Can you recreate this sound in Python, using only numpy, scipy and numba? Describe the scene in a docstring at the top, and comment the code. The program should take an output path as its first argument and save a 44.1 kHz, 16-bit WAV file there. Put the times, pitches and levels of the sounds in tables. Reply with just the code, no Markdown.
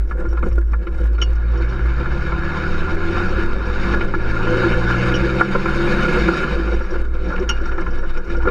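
"""Behind a six-cylinder diesel truck, at the microphone of a clamped camera, as it pulls away, revs up and lifts off.
Nearly everything arrives through the bodywork: the mount sways and booms in near sines over a rumble,
noise driven by engine clatter and road shake rings the panels, and the exhaust adds sines locked to the firing.
Loose parts knock as noise bursts through the panel modes; a latch clinks, rubs and chatters in decaying sines.
The gain control steps down on tall peaks and creeps back, in each channel on its own."""
import sys
import numpy as np
from scipy import signal
from scipy.fft import rfft, irfft
from scipy.io import wavfile
from scipy.ndimage import uniform_filter1d
from numba import njit

SR = 44100
rng = np.random.default_rng(int(sys.argv[2]) if len(sys.argv) > 2 else 0)


def level_to_linear(level):
    """Convert decibel levels to linear amplitude factors, elementwise."""
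    exponent = np.asarray(level, float) / 20
    return 10 ** exponent


def store_wav(level_fs):
    """Save 16-bit WAV to argv[1]."""
    pcm = np.round(np.clip(np.atleast_2d(level_fs), -1, 1) * 32767)
    wavfile.write(sys.argv[1], SR, pcm.T.astype(np.int16))


N = 374850

# engine speed as firing rate: (time [s], rate [Hz])
FIRING_RATE = [(0.0, 53.65), (1.15, 54.13), (1.65, 59.17), (2.4, 71.7), (2.65, 75.55), (3.15, 86.76),
               (3.9, 101.5), (4.15, 106.3), (4.65, 113.6), (5.15, 123.3), (5.65, 133.5), (6.15, 144.3),
               (6.44, 150.3), (6.5, 147.1), (6.62, 132.9)]
# engine effort, as the level of its clatter: (time [s], level [dB])
ENGINE_EFFORT = [(0.0, -65), (1.2, -42), (1.37, -36), (1.92, -32.5), (2.53, -28.5), (2.72, -27.5),
                 (2.98, -28.5), (3.2, -25.5), (3.6, -29.5), (3.88, -24.5), (4.15, -32), (4.31, -25),
                 (4.5, -24.5), (5.21, -23.5), (5.44, -22.5), (5.82, -20), (6.37, -18), (6.49, -23),
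                 (6.82, -32), (7.03, -38), (8.5, -39)]
# roughness of the road under the wheels, as the level of its shake: (time [s], level [dB])
ROAD_SHAKE = [(0.0, -37), (0.09, -40.5), (0.31, -33.5), (0.45, -35.5), (0.92, -33), (1.21, -34.5),
              (1.9, -32), (2.2, -31.5), (2.75, -30), (3.15, -26.5), (3.88, -28), (4.09, -22.5),
              (4.31, -27.5), (4.5, -18), (4.97, -25.5), (5.21, -18.5), (5.44, -24), (6.01, -17.5),
              (6.5, -20), (7.2, -32.5), (7.3, -23.5), (7.43, -29), (7.6, -34), (7.72, -33.5), (7.8, -27.5),
              (7.9, -29), (8.05, -38.5), (8.3, -30), (8.5, -27)]
PIVOT_DB = -28  # effort and roughness are counted from this level


def evened(x):
    """Scales a signal to rms 1."""
    return x / np.sqrt(np.mean(x ** 2) + 1e-20)


def read(points, hz):
    """Reads a table over frequency, straight between points on a log scale."""
    f, value = np.transpose(points)
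    return np.interp(np.log(hz + 1), np.log(f + 1), value)


def curves(rows):
    """Each column of a table over time, one value per sample."""
    s, *columns = np.transpose(rows)
    return [np.interp(np.arange(N) / SR, s, c) for c in columns]


def wander(hz, count):
    """Slow chance of about rms 1: noise at 40 values per second, smoothed by one pole."""
    steps = rng.standard_normal((int(N / SR * 40) + 2, count))
    smooth = signal.lfilter([1], [1, -np.exp(-2 * np.pi * hz / 40)], steps, axis=0)
    return [np.interp(np.arange(N) / SR * 40, np.arange(len(s)), evened(s)) for s in smooth.T]


def body_gain(hz):
    """Bodywork response: powers of the panel modes add over the response between them."""
    # panel modes: (frequency [Hz], width [Hz], level [dB])
    panels = [(183.57, 31, -5), (232.7, 14, -12), (338.1, 20, -1), (382, 23.8, -6), (488.5, 17, -8),
              (513.1, 83, -11.5), (739.4, 30, -19.5), (916.7, 71, -21), (1036.4, 28, -16),
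              (1179, 59, -18.5), (1357.6, 83, -16), (1417.2, 69, -9), (1471, 60, -14.5), (1677, 91, -14),
              (2137, 90, -20.5), (2264, 130, -22), (2372, 90, -24), (2492, 60, -24.5), (2636, 70, -29),
              (2977, 70, -28), (3039, 55, -29), (3165, 52, -33), (3420, 66, -37), (3662, 110, -28.5),
              (3785, 67, -25), (4336, 62, -32.5), (4350, 51, -34), (4530, 74, -40), (4568, 65, -35),
              (4850, 90, -32.5), (5030, 130, -43), (5244, 150, -38), (5580, 55, -34), (5750, 170, -47.5),
              (6330, 140, -41), (6740, 170, -43.5), (6950, 170, -47.5), (8130, 220, -51.5),
              (12000, 700, -66.5)]
    # response between the modes: (frequency [Hz], level [dB])
    between = [(60, -20.5), (150, -24.5), (280, -16), (600, -27.5), (850, -23.5), (1250, -22),
               (1550, -17.5), (1950, -31), (2700, -28.5), (3350, -42.5), (4100, -38), (6100, -55.5),
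               (7400, -55.5), (9200, -61), (12400, -71), (13600, -76.5), (15500, -76.5)]
    peaks = sum(level_to_linear(db) ** 2 / (1 + (2 * (hz - f) / width_hz) ** 2) ** 1.61 for f, width_hz, db in panels)
    return np.sqrt(peaks + level_to_linear(read(between, hz)) ** 2)


def causal(gain):
    """Minimum-phase response for a gain given from 0 to SR / 2."""
    log_gain = np.log(np.maximum(np.r_[gain, gain[-2:0:-1]], 1e-6))
    return np.fft.ifft(np.exp(np.conj(signal.hilbert(log_gain)))).real[:len(gain)]


def body_parts(low_hz=640, high_hz=1950, top_hz=7600):
    """The bodywork's impulse response in four ranges, low to top, each of unit energy."""
    hz = np.fft.rfftfreq(16384, 1 / SR)
    lowpasses = [1 / (1 + (hz / edge) ** 14) for edge in (low_hz, high_hz, top_hz)]
    below = [0 * hz] + lowpasses + [1 + 0 * hz]
    parts = [causal(body_gain(hz) * np.sqrt(abs(share))) for share in np.diff(below, axis=0)]
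    return [p / np.linalg.norm(p) for p in parts]


def latch(tilt_db):
    """Decaying sines of a metal latch; a sharper contact, with more tilt [dB per octave], favours the upper ones."""
    # short modes of the latch: (frequency [Hz], level [dB], 60 dB decay [s])
    latch_modes = [(2702, -11, .1), (2906, 3.5, 0.061), (2995, 8, 0.044), (3300, -16, .1),
                   (3470, -23.5, .08), (3740, -11.5, 0.023), (4474, -19, 0.12), (5000, -14, 0.05),
                   (5400, -8.5, .03), (5335, -13.5, .07), (6300, -12.5, .02), (5609, 5.5, 0.048),
                   (5760, -10, 0.065), (6560, -12.5, 0.047), (6620, -6, 0.027), (8750, -20, 0.023),
                   (11500, -29, .025)]
    t = np.arange(9000) / SR
    rise = (1 - np.exp(-t / .0008)) ** 2
    return [rise * level_to_linear(db + tilt_db * np.log2(hz / 4000) - 60 * t / t60) * np.sin(2 * np.pi * hz * t)
            for hz, db, t60 in latch_modes]


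def chatter(tilt_db=7.0, taps_per_s=60, tap_db=3, rub_s=.012, own_db=4, pivot_level_db=-64, growth=0.79):
    """Small irregular taps keep the latch modes flickering faintly, louder on rough road."""
    taps = (rng.random(N) < taps_per_s / SR) * level_to_linear(tap_db * np.minimum(rng.exponential(1, N), 3))
    rub = rng.standard_normal(N) * signal.oaconvolve(taps, np.exp(-np.arange(1500) / SR / rub_s))[:N]
    modes = latch(tilt_db)
    own = wander(hz=14, count=len(modes))
    rings = sum(signal.oaconvolve(rub * level_to_linear(own_db * w), mode)[:N] for w, mode in zip(own, modes))
    level_db = pivot_level_db + growth * (curves(ROAD_SHAKE)[0] - PIVOT_DB)
    return level_to_linear(level_db) * evened(rings)


def rubs(rise_s=0.0035, fade_s=0.009, low_hz=4800, high_hz=5900, ring_db=2, trim_db=-3, tilt_db=5):
    """The latch rubs in its catch: short scrapes of band-limited hiss, and the latch modes answering."""
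    # scrapes, each starting 100 samples early: (time [s], level before the trim [dB])
    scrapes = [(5.143, -35), (5.156, -28), (.0722, -56), (0.202, -52), (0.2872, -47), (.3232, -55),
               (.445, -52), (.4928, -50), (0.5882, -50.5), (.8714, -58), (.9438, -55), (0.976, -49.5),
               (1.0286, -57), (1.125, -50), (1.1837, -47), (6.8118, -49), (7.0769, -55), (7.6916, -48),
               (7.8583, -52), (7.9826, -48), (8.0355, -50), (8.2455, -45), (8.274, -49.5), (8.471, -45),
               (0.5257, -47), (0.7146, -46), (1.0014, -58), (1.354, -39.5), (1.574, -41), (1.6874, -41),
               (6.6547, -44), (6.7326, -43), (6.9058, -40), (7.137, -48), (7.243, -47), (7.2852, -41.5),
               (7.3547, -45), (7.3955, -39.5), (7.5767, -48), (7.6142, -47), (7.654, -41), (7.7218, -52),
               (7.774, -45), (7.8094, -41), (7.9059, -44), (8.174, -38.5), (8.298, -41), (8.3658, -39.5),
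               (8.4282, -44)]
    t, starts = np.arange(4000) / SR, np.zeros(N)
    s, db = np.transpose(scrapes)
    starts[np.round(s * SR).astype(int) - 100] = level_to_linear(db)
    size = signal.oaconvolve(starts, (1 - np.exp(-t / rise_s)) * np.exp(-t / fade_s))[:N]
    noise = rng.standard_normal(N)
    band = signal.butter(2, [low_hz, high_hz], "band", fs=SR)
    hiss = signal.lfilter(*band, size * noise) / signal.lfilter(*band, noise).std()
    modes = sum(latch(tilt_db))
    answer = signal.oaconvolve(size * noise, modes / np.linalg.norm(modes))[:N]
    return level_to_linear(trim_db) * (hiss + level_to_linear(ring_db) * answer)


def clinks(rise_s=0.0025, rattle_s=0.0065, strike=2.5, strike_s=.00004):
    """One firm strike and a burst of tiny contacts ring the latch; two thin tones sing on."""
    # strikes: (time [s], peak of the short ring [dB], tilt [dB per octave],
    # low long ring [dB], high long ring [dB], both relative to that peak)
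    strikes = [(1.2147, -9.5, 0, -13, -37), (5.139, -17.5, -12, -20, -31), (5.153, -27, 3, -15, -36),
               (7.4898, -12, 5.5, -4, -40)]
    # long rings, whose levels depend on where the latch is struck: (frequency [Hz], 60 dB decay [s])
    long_rings = [(2842, 0.15), (4472, 0.45)]
    out, t = np.zeros(N + SR), np.arange(9000) / SR
    burst_shape = ((1 - np.exp(-t / rise_s)) ** 2 * np.exp(-t / rattle_s))[:1500]
    contacts = rng.standard_normal((len(strikes), 1500)) * burst_shape
    contacts = contacts + strike * np.exp(-((t[:1500] - .001) / strike_s) ** 2)
    tones = [level_to_linear(-60 * t / t60) * np.sin(2 * np.pi * hz * t) * np.minimum(t / 0.0091, 1)
             for hz, t60 in long_rings]
    for (s, db, tilt_db, *rings_db), burst in zip(strikes, contacts):
        ring = signal.oaconvolve(burst, sum(latch(tilt_db)))[:9000]
        at = round(s * SR)
        out[at:at + len(ring)] += level_to_linear(db) * (ring / abs(ring).max() + level_to_linear(np.array(rings_db)) @ tones)
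    return out[:N]


def shudders(trim_db=-2, lean=0.96):
    """Low thuds near 90 Hz and panel shudders at 330 to 500 Hz: short soft swells of one tone."""
    # thuds and shudders, each starting 0.15 lengths early and lasting 0.99 lengths:
    # (time [s], length [s], level before the trim [dB], frequency [Hz])
    short_swells = [(0.269, 0.036, -26, 89), (0.508, 0.054, -24, 104), (0.978, 0.049, -28, 95.6),
                    (7.86, 0.055, -30, 89), (8.432, 0.056, -20, 84.9), (0.191, 0.058, -28, 344),
                    (0.25, 0.057, -26, 337.5), (0.34, 0.0326, -31, 351), (0.405, 0.039, -32, 350),
                    (0.863, 0.043, -22, 340), (0.96, 0.045, -32, 338), (1.759, 0.068, -32, 347),
                    (1.858, 0.097, -32.5, 337), (1.964, 0.091, -34, 342.4), (3.081, 0.073, -26, 341.3),
                    (3.212, 0.098, -27.5, 347), (3.384, 0.039, -23, 344.6), (3.949, .1, -24, 339.7),
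                    (4.155, .04, -19, 339.6), (4.461, 0.047, -19, 331.3), (4.47, 0.13, -19, 499.5),
                    (4.521, 0.066, -20.5, 332), (4.641, .07, -12.5, 343), (4.754, .07, -18.5, 502),
                    (5.144, .074, -25.5, 327.4), (5.228, 0.048, -13, 334), (5.307, 0.14, -20, 335.3),
                    (5.54, 0.048, -27, 328), (5.643, 0.0731, -17.5, 338), (5.72, 0.14, -16.5, 333.5),
                    (6.062, 0.066, -21, 341.4), (6.134, 0.042, -17.5, 341.2), (6.17, 0.042, -14, 486),
                    (6.215, 0.035, -13, 347), (6.26, .1, -13.5, 336.6), (6.45, 0.054, -28, 488),
                    (6.912, 0.034, -17.5, 345), (7.404, 0.042, -17.5, 371.3), (7.78, 0.054, -21, 337.5),
                    (8.449, 0.051, -20, 339)]
    out = np.zeros(N + SR)
    for (s, length, db, hz), phase in zip(short_swells, rng.random(len(short_swells))):
        t = np.arange(0, 0.99 * length, 1 / SR)
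        at = max(round((s - .15 * length) * SR), 0)
        swell = np.sin(np.pi * (t / t[-1]) ** lean)
        tone = np.sqrt(2) * np.sin(2 * np.pi * (hz * t + phase))
        out[at:at + len(t)] += level_to_linear(db + trim_db) * swell * tone
    return out[:N]


def knocks(parts, contact_s=0.0026, blunt=.22, scrape_s=0.008, scrape=0.32, soft_hz=2600, focus=2.3):
    """Loose parts knock the panels: a blunt blow, then a short scrape; weak blows land slower."""
    # knocks: (time [s], peak of the middle range [dB], low range [dB], high range [dB], both relative to it)
    blows = [(0.112, -19, -9, -17), (.205, -31, -16, -23), (0.252, -25, -8, -31), (0.33, -26.5, -6, -25.5),
             (0.374, -19.5, -21, -18), (0.428, -16.5, 0, -15), (0.515, -32.5, 4, -5), (0.579, -18, 5, -25),
             (0.735, -15.5, -18, -17.5), (0.8703, -20, -5, -7), (1.1831, -19, -8.5, -13),
             (1.2207, -16, -4.5, -4), (2.059, -19.5, -18, -24), (2.322, -17, -3.5, -16),
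             (2.567, -18, -21, -14), (2.637, -21, -13.5, -7), (2.878, -18, -21, -21), (3.127, -29, -8, -14),
             (3.834, -22.5, -18, 0), (3.938, -13.5, -5, -11), (4.01, -16, 2, -3), (4.139, -7, -12, -42),
             (4.3668, -12.5, -6, -11), (4.471, -15.5, -16, -19), (4.633, -15, -16.5, -19),
             (4.904, -12, -15.5, -20), (5.1192, -17.5, -12, -1), (5.41, 2, -10, -36.5),
             (5.5323, -22, -16, 3), (5.5506, -3, -3, -34.5), (5.657, -6.5, -5.5, -10),
             (5.991, -14.5, -10, -19), (6.0834, -12.5, 2, -1), (6.1657, -10.5, 4, -7),
             (6.2839, 0, -6.5, -34), (6.434, -12, -9, -9), (6.476, -16, -16, -15), (6.675, -24, -10, -13),
             (6.806, -17, 2, -18), (7.305, -20, -10, -19), (7.322, -20.5, -14, -20),
             (7.337, -20.5, -13, -21.5), (7.362, -24, -12, -4), (7.382, -23, -9, -4),
             (7.439, -28.5, -14, -15), (7.4943, -16, -38, -4), (7.657, -22.5, -15, -13),
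             (7.718, -28, -1, -5), (7.782, -16.5, -7, -16), (7.82, -22.5, -10, -12), (7.866, -18, -20, -15),
             (7.992, -27, -10, -12), (8.031, -24.5, 3, -28), (8.1718, -23.5, -5, -6),
             (8.301, -25.5, -10.5, -4), (8.351, -22.5, -7, -19), (8.4, -22, -15, -27),
             (8.422, -25, -12, -6), (8.434, -20.5, -13, -20), (8.455, -15, 1, -23), (8.4735, -3.5, 0, -26),
             (8.4851, -9, -5, -12)]
    t, out = np.arange(2500) / SR, np.zeros(N + SR)
    rough = rng.standard_normal((len(blows), len(t)))
    soften = signal.butter(2, [320, soft_hz], "band", fs=SR)  # a small blunt part: little treble, no bass
    twice = signal.oaconvolve(parts[1], parts[1])[:len(parts[1])]  # a blow favours the strongest panels
    struck = parts[0], parts[1] + focus * twice / np.linalg.norm(twice), parts[2]
    for (s, db, low_db, high_db), noise in zip(blows, rough):
        u = t / (contact_s * level_to_linear(-blunt * db))  # time in units of the contact
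        scraping = scrape * (1 - np.exp(-u)) ** 2 * np.exp(-t / scrape_s)
        blow = signal.lfilter(*soften, noise * (u * np.exp(-u) + scraping))
        low, mid, high = (signal.oaconvolve(blow, p) for p in struck)
        low, mid, high = (v / abs(v).max() for v in (low, mid, high))
        at = round(s * SR) - np.searchsorted(u, 1)
        out[at:at + len(mid)] += level_to_linear(db) * (level_to_linear(low_db) * low + mid + level_to_linear(high_db) * high)
    return out[:N]


def swells(rows, edge_s, fade_db, rest_db, waver_db):
    """A near sine: each swell rises softly, sags (dB per s) and fades as softly; the next swings against it."""
    t = np.arange(0, N + 64, 64) / SR
    start, length, db, hz = np.transpose(rows)[:, :, None]
    middle = start + length / 2
    gate = np.clip(np.minimum(t - start, start + length - t) / edge_s + .5, 0, 1)
    sign = (-1.) ** np.arange(len(rows))[:, None]
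    swing = (sign * gate * level_to_linear(db + fade_db * (t - middle))).sum(0)
    swing = uniform_filter1d(uniform_filter1d(swing, size=20), size=20)  # the mode cannot change faster
    sample_s = np.arange(N) / SR
    turn = 2 * np.pi * np.cumsum(np.interp(sample_s, middle[:, 0], hz[:, 0])) / SR
    size = np.interp(sample_s, t, swing) * level_to_linear(waver_db * wander(hz=6.2, count=1)[0])
    # a quarter turn away, some motion is left while the swing turns over
    rest = level_to_linear(rest_db + np.interp(sample_s, middle[:, 0], db[:, 0]))
    return np.sqrt(2) * (size * np.sin(turn) + rest * np.cos(turn))


def mount(rumble_db=-27, growth=0.41):
    """Two low modes, near 16 and 55 Hz, swell and sink at listed times; a lumpy rumble grows on rough road."""
    # swells of the sway, then of the boom: (start [s], length [s], level [dB], frequency [Hz])
    sway = [(0, 0.14, -30, 16), (.163, 0.24, -22.5, 15.2), (.375, 0.41, -19, 16.466),
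            (.86, 0.19, -20.5, 16), (1.25, 0.23, -21, 16), (1.55, 0.12, -20, 15.5), (1.76, 0.26, -27, 15.5),
            (2.065, 0.5, -22, 15.7), (2.666, 0.22, -17.5, 14.69), (2.88, 0.23, -18, 14.95),
            (3.17, 0.19, -20.5, 15), (3.41, .2, -15, 13.7), (3.63, .23, -18.5, 14.5),
            (3.92, 0.61, -15.5, 15.4), (4.643, 0.28, -20.5, 14.906), (4.947, 0.31, -23, 14),
            (5.31, 0.11, -26, 12.521), (5.495, 0.74, -16.5, 17.2), (6.379, 0.24, -20.5, 14.3),
            (6.712, 0.6, -17, 15.949), (7.283, 0.16, -19, 18.5), (7.486, 0.39, -17, 16.57),
            (7.9, 0.34, -14, 15.8), (8.28, 0.26, -15, 16.4)]
    boom = [(-.05, 0.11827, -13, 51.65), (.11, 0.12, -18, 53), (.26, 0.19, -14.5, 55.7),
            (.51, 0.34, -10, 55.16), (.85, 0.11, -14, 54.37), (.99, 0.76, -13, 55.37),
            (1.77, 0.23, -15, 56.3), (2.05, 0.37, -23.5, 54.63), (2.77, 0.11, -31, 53.94),
            (3.104, 0.16, -26, 51.5), (3.274, 0.16, -19.5, 53.36), (3.483, 0.32, -19.5, 55),
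            (3.846, 0.25, -19.5, 54.85), (4.036, 0.33, -20.5, 54.56), (4.658, 0.36, -22.5, 57.9),
            (5.09, 0.31, -20, 55.67), (5.63, 0.28, -20.5, 55.2), (5.93, .15, -16.5, 47.18),
            (6.139, 0.2, -15, 54.74), (6.468, 0.4, -16.5, 53.3), (6.93, 0.4, -19.5, 56.04),
            (7.368, 0.44, -22, 54.23), (7.823, 0.36, -25, 51.9), (8.32, 0.25, -20.5, 52.53)]
    # relative spectrum of the rumble: (frequency [Hz], level [dB])
    rumble_shape = [(4, -33.5), (9, 10.5), (25, 8.5), (45, 6), (80, -3.5), (130, -11), (250, -31),
                    (700, -110)]
    tones = swells(sway, edge_s=0.12, fade_db=-2, rest_db=-16.5, waver_db=2)
    tones = tones + swells(boom, edge_s=0.14, fade_db=-7.5, rest_db=-11.5, waver_db=1.35)
    spectrum = rfft(rng.standard_normal(N)) * level_to_linear(read(rumble_shape, np.fft.rfftfreq(N, 1 / SR)))
    level_db = rumble_db + growth * (curves(ROAD_SHAKE)[0] - PIVOT_DB)
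    return tones + level_to_linear(level_db) * evened(irfft(spectrum, N))


def shake_levels():
    """Engine effort and road roughness add their powers in each range of the bodywork, in dB."""
    # four ranges, low to top: (engine level [dB], growth with effort [dB per dB],
    # road level [dB], growth with roughness [dB per dB])
    follow = [(-7.5, 0.51, 0, 1.01), (0.5, 0.92, -10, 0.98), (-8, 1.1962, -20, 1.3),
              (-37.5, 1.8, -41.5, 0.65)]
    effort, road = curves(ENGINE_EFFORT)[0] - PIVOT_DB, curves(ROAD_SHAKE)[0] - PIVOT_DB
    return [PIVOT_DB + 10 * np.log10(level_to_linear(engine_db + a * effort) ** 2 + level_to_linear(road_db + b * road) ** 2)
            for engine_db, a, road_db, b in follow]


def shaking(parts, flutter_db=2, rattles_per_s=45, rattle_db=1.0, rattle_share=0.12, throb=0.31, lumpy=0.17):
    """Noise that throbs with each firing, plus small rattles, rings the panels."""
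    firings = np.cumsum(curves(FIRING_RATE)[0]) / SR
    levels = shake_levels()
    loose = 1.14 + lumpy * np.clip(-27.5 - levels[1], 0, 20)  # without the steady roar it comes in lumps
    shared, *own = wander(hz=27.08, count=5)
    taps = (rng.random(N) < rattles_per_s / SR) * level_to_linear(rattle_db * np.minimum(rng.exponential(1, N), 3))
    burst_shape = np.arange(2000) * np.exp(-np.arange(2000) / 200)
    burst = signal.oaconvolve(taps ** 2, burst_shape)[:N].clip(0)
    out = 0
    # the bass follows the lumps least
    for part, db, w, together in zip(parts, levels, own, (0.27, 0.34, 0.55, 0.7)):
        rattle = together * rattle_share * loose ** 2 * burst / burst.mean()
        size = np.sqrt(1 + throb * np.cos(2 * np.pi * firings) + rattle)
        flutter = level_to_linear(flutter_db * loose * (together * shared + 0.4 * w))
        drive = evened(size * flutter) * rng.standard_normal(N)
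        out = out + signal.oaconvolve(level_to_linear(db) * drive, part)[:N]
    return out


def unsettled(x, patchy_db=2.0):
    """Joints open and close, so each stretch of the spectrum swells and sinks on its own."""
    z = signal.stft(x, nperseg=512, noverlap=384)[2]
    patches = rng.standard_normal(z.shape[::-1]).T
    patches = uniform_filter1d(uniform_filter1d(patches, size=3, axis=0), size=14, axis=1)
    gain = level_to_linear(patchy_db * evened(patches))
    return signal.istft(z * evened(gain), nperseg=512, noverlap=384)[1][:N]


def exhaust(waver_db=1.8, octave_trim_db=-7.5, uneven_pivot_db=-30, uneven_growth=1.2):
    """Firing note and octave; unequal cylinders add some other orders of the cycle, up to 30,
    coloured by the panels and mostly levelled."""
    # orders of the four-stroke cycle besides the firing note (6) and its octave (12): (order, level [dB])
    cycle_orders = [(7, 2), (8, 3.5), (9, 10.5), (10, -17), (11, 0.5), (13, 2.5), (14, -21), (15, 5.5),
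                    (16, -18.5), (18, 2.5), (20, -5), (22, -2), (24, 4.5), (26, -1), (28, 0), (30, -0.5)]
    # the exhaust path favours some pitches of the note and octave: (frequency [Hz], level [dB])
    pipe = [(54, -37), (62, -26.5), (72, -29.5), (86, -24.5), (95, -32.5), (102, -30.5), (110, -24.5),
            (121, -22), (132, -23.5), (150, -24.5), (170, -27), (185, -38), (205, -23), (230, -49),
            (300, -36.5)]
    throttle_on_s, open_s, throttle_off_s, shut_s = 1.2, 0.15, 6.54, 0.033
    hz, t = curves(FIRING_RATE)[0], np.arange(N) / SR
    opening = .5 + .5 * np.tanh((t - throttle_on_s) / open_s)
    closing = .5 - .5 * np.tanh((t - throttle_off_s) / shut_s)
    note_db, octave_db = read(pipe, hz), octave_trim_db + read(pipe, 2 * hz)
    uneven_db = uneven_pivot_db + uneven_growth * (curves(ENGINE_EFFORT)[0] - PIVOT_DB)
    cycle = 2 * np.pi * np.cumsum(hz / 6) / SR
    grid_hz = np.arange(1000.)
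    gain = body_gain(grid_hz) ** 0.99  # part arrives through the air, so the colouring is slightly flatter
    orders, power = 0, 0
    for (k, db), w in zip(cycle_orders, wander(hz=1.2, count=len(cycle_orders))):
        size = level_to_linear(db) * np.interp(k * hz / 6, grid_hz, gain)
        orders = orders + size * level_to_linear(waver_db * w) * np.sin(k * cycle + 2 * np.pi * rng.random())
        power = power + size ** 2
    # partly levelled against the sum's own power as the orders move over the panel modes
    uneven = level_to_linear(uneven_db) * orders / np.sqrt(power ** 0.36 * power.mean() ** 0.54)
    firing = level_to_linear(note_db) * np.sin(6 * cycle) + level_to_linear(octave_db) * np.sin(12 * cycle)
    return np.sqrt(2) * opening * closing * (firing + uneven)


def scene():
    """All layers at the microphone, the same in both channels."""
    parts = body_parts()
    small_parts = chatter() + rubs() + clinks() + knocks(parts)
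    bodywork = shudders() + mount() + unsettled(shaking(parts))
    mono = small_parts + bodywork + exhaust()
    return np.array([mono, mono])


@njit
def stepped_gain(level, ceiling, step, chance, rise):
    """Above the ceiling the gain drops one step at the moments marked in `chance`; it always creeps back."""
    gain, g = np.ones(len(level)), 1.
    for i in range(len(level)):
        g = min(1., g * rise)
        if level[i] * g > ceiling and chance[i]:
            g = g / step
        gain[i] = g
    return gain


def roll_off(x):
    """The treble ends steeply here."""
    return signal.sosfilt(signal.butter(12, 15780, fs=SR, output="sos"), x)


def record(dry, ceiling=0.3, step_db=.6, rise_db_per_s=20, hiss_db=-67.5):
    """Each channel ducks on its own: the steps fizz on tall peaks and the image shivers."""
    ticks = (rng.random(dry.shape) < 550 / SR) | (rng.random(N) < 700 / SR)  # uneven update moments, some shared
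    # short-time rms that looks back only; brief spikes slip past
    level = np.sqrt(abs(uniform_filter1d(dry ** 2, size=70, axis=1, origin=34)))
    rise = level_to_linear(rise_db_per_s / SR)
    gains = [stepped_gain(x, ceiling, level_to_linear(step_db), tick, rise) for x, tick in zip(level, ticks)]
    hiss = level_to_linear(hiss_db) * rng.standard_normal(dry.shape)  # each channel's own electronics
    both = dry * np.array(gains) + hiss
    both = both / (1 + (both / .96) ** 6) ** (1 / 6)  # soft overload
    both = signal.oaconvolve(both, signal.firwin(255, 15000, fs=SR)[None], "same")
    return roll_off(both)


dry = scene()
out = record(dry)
store_wav(out)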